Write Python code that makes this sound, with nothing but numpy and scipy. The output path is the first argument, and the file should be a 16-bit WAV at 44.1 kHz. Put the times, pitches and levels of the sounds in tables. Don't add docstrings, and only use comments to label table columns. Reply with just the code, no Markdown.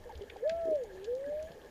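import sys
import numpy as np
from scipy import signal
from scipy.io import wavfile
from scipy.ndimage import uniform_filter1d

SR = 44100
rng = np.random.default_rng(int(sys.argv[2]) if len(sys.argv) > 2 else 0)


def store_pcm(level_fs):
    pcm = np.round(np.clip(level_fs, -1, 1) * 32767).astype(np.int16)
    wavfile.write(sys.argv[1], SR, np.atleast_2d(pcm).T)


def attenuation_scalar(level_db):
    decades = np.asarray(level_db, float) / 20
    return 10 ** decades


N = 74970


def rms_one(x):
    return x / np.sqrt(np.mean(x ** 2) + 1e-20)


def at_hz(points, hz):
    points_hz, points_db = np.transpose(points)
    return np.interp(np.log(hz), np.log(points_hz), points_db)


def drift(rate_hz):
    r = np.exp(-80 * np.pi * rate_hz / SR)
    noise = rng.standard_normal(N // 40 + 2002)
    slow = rms_one(signal.lfilter([1], [1, -2 * r, r * r], noise)[2000:])
    return np.interp(np.arange(N) / 40, np.arange(len(slow)), slow)


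def band(x, low_hz, high_hz):
    return signal.sosfilt(signal.butter(2, [low_hz, high_hz], "band", fs=SR, output="sos"), x + 1e-18)


def ring(x, hz, width_hz):
    r = np.exp(-np.pi * width_hz / SR)
    zeros = np.array([1, 0, -1]) * (1 - r * r) / 2
    return signal.lfilter(zeros, [1, -2 * r * np.cos(2 * np.pi * hz / SR), r * r], x + 1e-18)


ECHO_T60_S, ECHO_DB = 0.75, -22


def sea_echo(x):
    t = np.arange(SR // 2) / SR
    tail = rng.standard_normal(len(t)) * attenuation_scalar(-60 * t / ECHO_T60_S)
    return attenuation_scalar(ECHO_DB) * signal.fftconvolve(x, tail / np.linalg.norm(tail))[:N]


# [t/s, f/Hz]
MOAN = [(.36, 395), (.424, 445), (.454, 592), (.482, 636), (.52, 663), (.58, 673), (.65, 660), (.72, 625),
        (.76, 587), (.86, 424), (.93, 366), (1.02, 387), (1.062, 420), (1.08, 468), (1.2, 541), (1.31, 592),
        (1.45, 633), (1.54, 690)]
# [t/s, level/dB]
EFFORT = [(.34, -7.5), (.42, -4.5), (.433, 1.5), (.445, 1.5), (.46, 0.5), (.495, 0), (.51, -1.5), (.75, -1),
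          (.77, -1), (.9, -4.5), (1.04, 3.5), (1.068, -3), (1.085, 0.5), (1.2, -4), (1.3, -7.5),
          (1.41, -10.5), (1.48, -18), (1.56, -31)]
# [f/Hz, level/dB]
PATH = [(372, -48.5), (430, -47.5), (470, -36), (508, -34), (546, -36.5), (595, -29.5), (628, -28.5),
        (672, -35)]
# [f/Hz, width/Hz, level/dB]
RINGS = [(490, 14, -7), (599.6, 21, -11.5)]
OVERTONE_DB, OVERTONE_HZ, OVERTONE_WIDTH_HZ = -63, 674, 40
WAVER_DB, GLIDE_S = .5, .016


def whale():
    t = np.arange(N) / SR
    pitch_hz = uniform_filter1d(np.interp(t, *np.transpose(MOAN)), int(GLIDE_S * SR))
    phase = 2 * np.pi * np.cumsum(pitch_hz) / SR
    effort_db = np.interp(t, *np.transpose(EFFORT), left=-90, right=-90) + WAVER_DB * drift(25)
    octave = attenuation_scalar(OVERTONE_DB) * np.exp(-((pitch_hz - OVERTONE_HZ) / OVERTONE_WIDTH_HZ) ** 2)
    tones = attenuation_scalar(at_hz(PATH, pitch_hz)) * np.sin(phase) + octave * np.sin(2 * phase)
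    voice = np.sqrt(2) * attenuation_scalar(effort_db) * tones
    rings = sum(attenuation_scalar(db) * ring(voice, hz, width_hz) for hz, width_hz, db in RINGS)
    return voice + sea_echo(voice) + rings


# [t/s, peak level/dB, f/Hz, length/s]
GRUNTS = [(.002, -58.5, 612, 0.1), (.056, -45, 487, 0.037), (0.093, -42, 885, 0.018),
          (0.109, -44.5, 805, 0.017), (.128, -45.5, 484, 0.021), (0.153, -40, 70, 0.046),
          (.001, -49, 75, 0.022), (.235, -47, 504, 0.013), (0.179, -53, 480, 0.0065),
          (.192, -47, 455, 0.016), (0.209, -39, 404.6, 0.0366), (0.271, -54.5, 398, 0.026),
          (0.321, -46.5, 462, .022), (.36, -43.5, 786, 0.014), (0.361, -49.5, 506, 0.024),
          (0.438, -52, 1716, 0.037), (0.517, -45.5, 213, 0.01), (.955, -48, 510, 0.011),
          (1.256, -56, 1673, 0.042), (1.542, -51, 424, .03), (0.212, -52, 70, 0.026),
          (0.549, -51.5, 70, 0.062), (0.842, -50, 807, 0.016), (1.27, -46, 271, .03),
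          (1.323, -50, 790, 0.011), (1.35, -52.5, 70, 0.061), (1.5, -51, 163, 0.021),
          (1.572, -50, 490, 0.022)]
GRUNT_EDGE_S, GRUNT_ROUGH_DB, GRUNT_SAG_DB = 0.0016, 1, -2.5


def grunts():
    t, out = np.arange(N) / SR, np.zeros(N)
    rough = attenuation_scalar(GRUNT_ROUGH_DB * drift(86))
    for s, db, hz, length_s in GRUNTS:
        edges = np.clip(np.minimum(t - s, (s + length_s - t) / 3) / GRUNT_EDGE_S, 0, 1)
        sag = attenuation_scalar(GRUNT_SAG_DB * np.clip((t - s) / length_s, 0, 1))
        out += attenuation_scalar(db) * edges * sag * rough * np.sin(2 * np.pi * hz * (t - s))
    return out


# [t/s, peak level/dB, f/Hz]
KNOCKS = [
    (.652, -36, 370),
    (0.67, -34, 378),
    (.681, -29.5, 408),
    (0.694, -38, 310),
    (0.702, -51, 380),
    (0.711, -30.5, 396),
    (0.721, -30, 436),
    (0.728, -40, 450),
]
KNOCK_S = 0.01


def knocks():
    t, out = np.arange(N) / SR, np.zeros(N)
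    for s, db, hz in KNOCKS:
        shape = np.sin(np.pi * np.clip((t - s) / KNOCK_S, 0, 1)) ** 2
        out += attenuation_scalar(db) * shape * np.sin(2 * np.pi * hz * (t - s))
    return out


# [t/s, peak level/dB, centre f/Hz, spread/octaves]
SNAPS = [(0.093, -59, 5000, 1.), (.122, -55, 4000, 0.77), (0.1517, -44.5, 3460, 0.36),
         (0.1753, -48.5, 5230, 0.52), (0.2188, -48, 3240, 0.7), (0.2973, -37.5, 2000, 0.61),
         (0.3663, -48.5, 3460, 0.67), (0.476, -45, 3200, .4), (0.4943, -30, 2350, 0.82),
         (0.6093, -56.5, 3900, 0.57), (0.6528, -55, 5360, .8), (.706, -53.5, 8080, 1.1),
         (0.7546, -47, 4270, 1), (0.8351, -48, 6000, 0.74), (1.0431, -41.5, 4050, 0.58),
         (1.0508, -46.5, 3500, 0.4), (1.1055, -57, 3200, 0.37), (1.1497, -47.5, 5370, 0.57),
         (1.2077, -58, 4570, 0.65), (1.2386, -45, 1590, .15), (1.262, -51.5, 3940, 0.88),
         (1.3524, -57, 2270, 0.13), (1.3943, -49.5, 2040, 0.28), (1.426, -44.5, 5300, .7),
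         (1.449, -66, 5000, .8), (1.5174, -48.5, 3580, 0.45), (1.615, -53, 3200, 0.19)]
# [low f/Hz, high f/Hz]
SNAP_BANDS_HZ = [(1450, 1950), (1950, 2700), (2700, 3700), (3700, 5200), (5200, 7700), (8700, 12000)]
SNAP_DB, SNAP_ECHO_T60_S, SNAP_ECHOES_PER_S, SNAP_HOLD_S = -1, 0.012, 2300, .0035
SNAP_TAIL_DB, SNAP_TAIL_T60_S = -25, .16
SNAP_COLOUR_DB, SNAP_TOP_DB = 3, -3


def snaps():
    out, t = np.zeros(N + SR), np.arange(SR // 10) / SR
    draws = rng.random((len(SNAPS), 2, len(t)))
    centres_hz = np.sqrt(np.prod(SNAP_BANDS_HZ, axis=1))
    for (s, db, hz, octaves), (when, size) in zip(SNAPS, draws):
        noise = 2 * size - 1
        hit = (when < SNAP_ECHOES_PER_S / SR) | (t == 0)
        decay = attenuation_scalar(-60 * np.maximum(t - SNAP_HOLD_S, 0) / SNAP_ECHO_T60_S)
        train = hit * np.where(t > 0, noise, .6) * decay
        train = train + attenuation_scalar(SNAP_TAIL_DB) * noise * attenuation_scalar(-60 * t / SNAP_TAIL_T60_S)
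        colour_db = SNAP_COLOUR_DB * (2 * when[-6:] - 1) + SNAP_TOP_DB * (centres_hz > 8000)
        gains = np.exp(-(np.log2(centres_hz / hz) / octaves) ** 2 / 2) * attenuation_scalar(colour_db)
        burst = sum(g * band(band(train, *edges), *edges) for g, edges in zip(gains, SNAP_BANDS_HZ))
        i = int(s * SR)
        out[i:i + len(t)] += attenuation_scalar(db + SNAP_DB) * burst / np.abs(burst).max()
    return out[:N]


# [f/Hz, level/dB]
CRACKLE = [(1500, -4.5), (3000, 4), (6000, -31), (8000, -13.5), (12000, -23)]
CRACKLES_PER_S, CRACKLE_DB, CRACKLE_SPREAD_DB = 400, -75, 3


def crackle():
    sizes = attenuation_scalar(CRACKLE_SPREAD_DB * np.minimum(rng.exponential(1, N), 4)) * rng.choice([-1, 1], N)
    clicks = sizes * (rng.random(N) < CRACKLES_PER_S / SR)
    dealt = rng.integers(0, 8, N)
    out = np.zeros(N)
    for k, hz in enumerate(np.geomspace(1600, 9000, 8)):
        out += attenuation_scalar(at_hz(CRACKLE, hz)) * band(clicks * (dealt == k), hz / 1.24, hz * 1.66)
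    return attenuation_scalar(CRACKLE_DB) * rms_one(out)


# [f/Hz, level/dB]
WATER = [(20, 5.5), (70, -7.5), (200, -7), (480, -8.5), (1200, -18.5), (7300, -31), (8200, -33.5),
         (15000, -33.5)]
WATER_DB, WATER_PATCHY_DB = -57.5, 1.38


def water():
    out, together = 0, drift(3)
    edges_hz = 18 * 2 ** np.arange(0, 10.1, .5)
    white = rng.standard_normal((2, N + SR // 2))
    for k, (low, high) in enumerate(zip(edges_hz, edges_hz[1:])):
        depth_db = WATER_PATCHY_DB * np.clip(np.log2(9000 / low), .8, 2)
        gain_db = at_hz(WATER, np.sqrt(low * high)) + depth_db * (.3 * together + drift(15))
        out = out + attenuation_scalar(gain_db) * band(white[k % 2], low, high)[-N:]
    return attenuation_scalar(WATER_DB) * rms_one(out)


# [f/Hz, width/Hz, rms level/dB, flicker/dB]
HOUSING = [(70, 14, -64, 3), (473, 200, -57.5, 1.5), (839, 112, -68.5, 1.5), (1717, 200, -68.5, 4.75),
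           (2130, 220, -79.5, 5), (3200, 380, -78, 4), (6840, 510, -82, 4)]


def housing():
    out = np.zeros(N)
    for hz, width_hz, db, flicker_db in HOUSING:
        level = attenuation_scalar(db + flicker_db * drift(30))
        noise = rng.standard_normal(N + SR // 2)
        out += level * rms_one(band(noise, hz - width_hz / 2, hz + width_hz / 2)[-N:])
    return out


def scene():
    return (whale() + grunts() + knocks() + snaps() + crackle() + water() + housing())[None]


def roll_off(x):
    return signal.sosfilt(signal.butter(12, 15490, fs=SR, output="sos"), x)


def record(dry):
    cut = signal.sosfilt(signal.ellip(12, .3, 70, 15050, fs=SR, output="sos"), dry)
    return roll_off(cut)


dry = scene()
out = record(dry)
store_pcm(out)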